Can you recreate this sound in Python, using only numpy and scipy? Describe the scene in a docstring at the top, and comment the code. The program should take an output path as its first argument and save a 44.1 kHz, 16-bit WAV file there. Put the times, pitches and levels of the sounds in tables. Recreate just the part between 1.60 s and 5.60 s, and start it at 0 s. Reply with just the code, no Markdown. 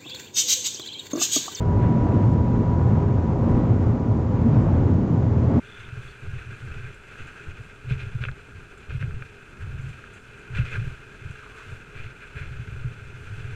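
"""A deep rumble and cabin boom inside a high-speed train at a steady speed: the wheels shake the car
body, with a few soft thuds from uneven track. Rolling noise and air rush past the shell, swelling a
little along the way. The drive hums on multiples of its shaft speed and its whine fades away, over a
faint ventilation hiss. The loudest crests of the rumble overload the microphone."""
import sys
import numpy as np
from scipy import signal
from scipy.fft import irfft
from scipy.io import wavfile

SR = 44100
rng = np.random.default_rng(int(sys.argv[2]) if len(sys.argv) > 2 else 0)


def wav_out(sig):
    """Save sig, one row per channel (or a flat mono array), as 16-bit PCM at SR to the path in sys.argv[1]."""
    wavfile.write(sys.argv[1], SR, np.round(np.clip(np.atleast_2d(sig).T, -1, 1) * 32767).astype(np.int16))


N = 176400

# even hiss of the ventilation (frequency [Hz], relative level [dB])
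VENT_SPECTRUM = [(500, -2), (3000, 4.5), (5000, 2), (7200, 1), (7600, -5.5), (8000, -18)]
# thin steady tones of the electrics (frequency [Hz], level [dB])
ELECTRIC_TONES = [(6222.5, -81), (6666, -83.5)]

# colour of a gust along the shell (frequency [Hz], relative level [dB])
GUST_SPECTRUM = [(600, -24), (1300, -0.5), (1900, -1), (2500, -9.5), (3500, -20.5), (6000, -37.5)]
# colour of the air streaming past the shell (frequency [Hz], relative level [dB])
AIR_SPECTRUM = [(400, -20), (1300, 0.5), (2000, -4), (3000, -13), (4500, -24), (8000, -35.5)]
# swells of that air (time [s], gain [dB])
AIR_SWELLS = [(0, 1.5), (.18, -1.5), (.25, 1.5), (.34, 1.5), (.47, 2), (.53, 4), (.63, 1), (.72, -0.5),
              (1.24, -.5), (1.32, 1), (1.6, -0.5), (1.84, -2.5), (1.89, 2.5), (2.15, 0.5), (2.3, 0),
              (2.42, -3), (2.62, -2), (2.98, 3.5), (3.06, 0), (3.19, 2.5), (3.42, -1.5), (3.75, 0), (4, 3)]
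# colour of the wheels' rolling noise (frequency [Hz], relative level [dB])
ROLLING_SPECTRUM = [(100, -30.5), (300, -4), (430, -1), (520, 0.5), (620, -5), (830, -7), (960, -8.5),
                    (1150, -13), (1400, -20.5), (2000, -32), (3000, -45.5), (8000, -82.5)]
# swells of the rolling noise (time [s], gain [dB])
ROLLING_SWELLS = [(0, -2), (.24, 1.5), (.35, -0.6), (.5, 2.7), (.68, 0), (1.0, -1.5), (1.17, 0.5),
                  (1.24, 0.5), (1.32, 0.5), (1.54, -2.5), (1.93, 2.5), (2.36, -2), (2.65, -2.5), (2.96, 1),
                  (3.22, .5), (3.4, -2), (3.8, -2), (4, 2)]

# deep, loose shudder of the bogies (frequency [Hz], relative level [dB])
SHUDDER_SPECTRUM = [(10, -20.5), (20, -20.5), (30, 1.5), (39, -7.5), (46, -3.5), (58, 3), (68, -2),
                    (90, -24.5), (200, -71)]
# resonance of the floor (frequency [Hz], width [Hz], lift [dB])
FLOOR_RESONANCE = [(52, 20, 8)]
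# swells of the shudder (time [s], gain [dB])
SHUDDER_SWELLS = [(0, 5), (.24, 4.5), (.4, 3), (.76, -2), (.91, 7), (1.04, 1.5), (1.17, 0.5), (1.44, -0.5),
                  (1.56, 2.5), (1.7, -0.5), (1.96, 8), (2.13, -3), (2.26, 4), (2.4, -2.5), (2.7, -0.5),
                  (3.03, 3.5), (3.33, 1.5), (3.45, -2), (3.82, -2), (4, -4)]

# partials of the drive's hum (multiple of the shaft speed, level [dB])
HUM_PARTIALS = [(1, -31), (2, -36.5), (3, -36), (5, -39), (8, -51), (16, -69), (18, -59), (24, -73.5)]
# swells of the hum (time [s], gain [dB])
HUM_SWELLS = [(0, -0.5), (.3, 0), (.62, -4.5), (.82, 2), (1.4, 0.5), (1.7, -2), (2, 1), (2.3, -1),
              (2.62, -3.5), (2.9, 0), (3.2, 0.5), (3.5, -1.5), (4, 1.5)]
# uneven fade of the drive's whine (time [s], level [dB])
WHINE_FADE = [(0, -41), (.26, -36.2), (.37, -38), (.47, -37), (.65, -42), (.75, -40), (.99, -41),
              (1.14, -38.5), (1.27, -41), (1.4, -40.5), (1.54, -45.5), (1.66, -42), (1.8, -52),
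              (1.93, -41.5), (2.28, -51), (2.45, -45), (2.68, -50.5), (2.79, -44), (3.05, -55),
              (3.55, -46.5), (4, -59.5)]

# thuds of the car body over uneven track (peak time [s], resonance [Hz], level [dB])
TRACK_THUDS = [(.36, 228, -21), (1.33, 204.3, -21.5), (2.114, 113.3, -14.5), (2.517, 112.7, -15),
               (2.868, 227.5, -17), (2.902, 105, -17.5), (2.932, 150, -16), (2.989, 113.7, -14)]

# colour of the cabin's deep boom (frequency [Hz], relative level [dB])
BOOM_SPECTRUM = [(30, -51), (62, -22.5), (71, -22), (79, -3), (92, 2.5), (122, -0.5), (150, -8), (200, -27),
                 (400, -71)]
# resonance of the cabin air (frequency [Hz], width [Hz], lift [dB])
CABIN_RESONANCE = [(117.8, 9.5, 7.5)]
# surges of the boom (time [s], gain [dB])
BOOM_SURGES = [(0, -4), (.17, 2.5), (.36, -2), (.55, 1), (.7, 4.5), (.82, -1), (1.15, -1), (1.28, 4.5),
               (1.4, -2), (1.56, 1.5), (1.68, -5), (1.93, 2.5), (2.03, -5), (2.28, 3.5), (2.4, -10),
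               (2.52, -2), (2.61, -3.5), (2.83, -0.5), (2.87, -3.5), (2.98, -1), (3.05, 1), (3.2, 0.5),
               (3.35, 1.5), (3.44, -9.5), (3.6, 1.5), (4, -0.5)]

# colour of the car body's rumble (frequency [Hz], relative level [dB])
RUMBLE_SPECTRUM = [(60, -41), (120, -7.5), (155, 1), (185, -0.5), (300, -4), (370, -12), (520, -29),
                   (1000, -63)]
# resonances of the panels (frequency [Hz], width [Hz], lift [dB])
PANEL_RESONANCES = [(159.2, 11, 3.5), (226.4, 20, 5), (237, 11, 0.5), (280.2, 4.6, 1.5), (350.7, 13, 3.5)]
# swells of the rumble (time [s], gain [dB])
RUMBLE_SWELLS = [(0, -6.5), (.2, 1), (.45, 0.5), (.58, 1.7), (.8, -1), (.98, 1.5), (1.24, -3), (1.33, 0),
                 (1.55, -2.5), (1.96, 1.5), (2.2, -3), (2.32, 0.5), (2.42, -3), (2.66, -4), (2.8, -1),
                 (2.9, -0.5), (3.03, 1), (3.14, -1.5), (3.28, 1.5), (3.46, 1.5), (3.56, 2.5), (3.64, -5),
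                 (3.8, -1.1), (4, 3)]


def amp(db):
    """Decibels to gain."""
    return 10 ** (np.asarray(db) / 20)


def unit(x):
    """Scales to an rms of 1."""
    return x / np.sqrt(np.mean(x ** 2) + 1e-20)


def curve(points):
    """Joins (time [s], value) points by straight lines."""
    return np.interp(np.arange(N) / SR, *np.transpose(points))


def noise(spectrum, resonances=()):
    """Noise with a given spectrum, lifted at its resonances."""
    hz = np.fft.rfftfreq(N, 1 / SR)
    f, level = np.transpose(spectrum)
    db = np.interp(np.log(hz + 1), np.log(f + 1), level)
    for centre, width, lift in resonances:
        db = db + lift / (1 + (2 * (hz - centre) / width) ** 2)
    return unit(irfft(amp(db) * np.exp(2j * np.pi * rng.random(len(hz))), N))


def drift(rate_hz):
    """Slow random motion of rms 1, up to about the given rate."""
    hz = np.fft.rfftfreq(N, 1 / SR)
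    rolloff = (hz > 0) * np.exp(-(hz / rate_hz) ** 2)
    return unit(irfft(rolloff * np.exp(2j * np.pi * rng.random(len(hz))), N))


def steady(x, span_s):
    """Rides the gain of a noise to even out chance swells slower than the span."""
    window = signal.windows.hann(int(span_s * SR))
    power = signal.fftconvolve(x ** 2, window, "same") / signal.fftconvolve(np.ones(N), window, "same")
    return x / np.sqrt(power)


def equipment(hiss_db=-62.5):
    """A faint bed of ventilation hiss and thin electrical tones."""
    t = np.arange(N) / SR
    tones = sum(amp(db) * np.sqrt(2) * np.sin(2 * np.pi * hz * t) for hz, db in ELECTRIC_TONES)
    return amp(hiss_db) * noise(VENT_SPECTRUM) + tones


def gust(peak_s=0.24, width_s=0.04, peak_db=-46.5):
    """One brief gust sweeps along the shell."""
    t = np.arange(N) / SR
    swell = np.exp(-.5 * ((t - peak_s) / width_s) ** 2)
    return amp(peak_db) * swell * noise(GUST_SPECTRUM)


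def rush(rolling_db=-32.5, air_db=-51, flutter_db=0.5):
    """Rolling noise and streaming air, dulled by the shell, flutter together with the turbulence."""
    rolling = amp(rolling_db + curve(ROLLING_SWELLS)) * steady(noise(ROLLING_SPECTRUM), span_s=0.17)
    air = amp(air_db + curve(AIR_SWELLS)) * noise(AIR_SPECTRUM)
    return amp(flutter_db * drift(rate_hz=26)) * (rolling + air)


def bogie_shudder(base_db=-33.5):
    """The bogies shake the floor: the sub-bass under the boom."""
    floor = steady(noise(SHUDDER_SPECTRUM, FLOOR_RESONANCE), span_s=0.3)
    return amp(base_db + curve(SHUDDER_SWELLS)) * floor


def drive_partial(cycles, waver_db, smear_rad):
    """One tone of the drive; it wavers in level and phase on its way through the car."""
    waver = unit(amp(waver_db * drift(rate_hz=12)))
    phase = 2 * np.pi * (cycles + rng.random()) + smear_rad * drift(rate_hz=7.8)
    return np.sqrt(2) * waver * np.sin(phase)


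def drive(shaft_hz=81.05, speed_wander=0.00049, whine_order=12):
    """A low hum and a fading whine, both locked to one shaft."""
    turns = np.cumsum(shaft_hz * (1 + speed_wander * drift(rate_hz=2.0))) / SR
    hum = sum(amp(db) * drive_partial(order * turns, waver_db=2.0, smear_rad=0.46)
              for order, db in HUM_PARTIALS)
    whine = drive_partial(whine_order * turns, waver_db=0.54, smear_rad=0.2)
    return amp(curve(HUM_SWELLS)) * hum + amp(curve(WHINE_FADE)) * whine


def track_thuds(rise_s=0.014, fall_s=0.012, smear_rad=0.18):
    """Each jolt makes one resonance of the car swell and die within a few cycles."""
    t, thuds = np.arange(N) / SR, np.zeros(N)
    for peak_s, hz, db in TRACK_THUDS:
        width_s = np.where(t < peak_s, rise_s, fall_s)
        swell = np.exp(-.5 * ((t - peak_s) / width_s) ** 2)
        phase = 2 * np.pi * (hz * t + rng.random()) + smear_rad * drift(rate_hz=38)
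        thuds += amp(db) * swell * np.sqrt(2) * np.sin(phase)
    return thuds


def cabin_boom(base_db=-20.5):
    """The cabin air booms at its resonance, in uneven surges."""
    cabin_air = steady(noise(BOOM_SPECTRUM, CABIN_RESONANCE), span_s=0.13)
    return amp(base_db + curve(BOOM_SURGES)) * cabin_air


def wheel_rumble(base_db=-23.5, flutter_db=1.2):
    """The wheels shake the car body, and its panels colour the rumble."""
    level_db = base_db + curve(RUMBLE_SWELLS) + flutter_db * drift(rate_hz=14)
    return amp(level_db) * steady(noise(RUMBLE_SPECTRUM, PANEL_RESONANCES), span_s=0.15)


def scene():
    """The mono mix at the window seat."""
    low_end = bogie_shudder() + cabin_boom() + wheel_rumble() + track_thuds()
    return (low_end + rush() + gust() + drive() + equipment())[None]


def record(dry, knee=0.25, fade_s=0.008, cutoff_hz=7900):
    """The microphone soft-clips the highest crests; short fades and a low-pass finish the sound."""
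    clipped = np.clip(dry, -knee, knee)
    headroom = np.where(dry > 0, 0.085, 0.22)  # upward crests are squashed more firmly
    rounded = clipped + headroom * np.tanh((dry - clipped) / headroom)
    fade = curve([(0, 0), (fade_s, 1), (N / SR - fade_s, 1), (N / SR, 0)])
    low_pass = signal.firwin(401, cutoff_hz, window=("kaiser", 9), fs=SR)
    return signal.oaconvolve(fade * rounded, low_pass[None], "same")


dry = scene()
out = record(dry)
wav_out(out)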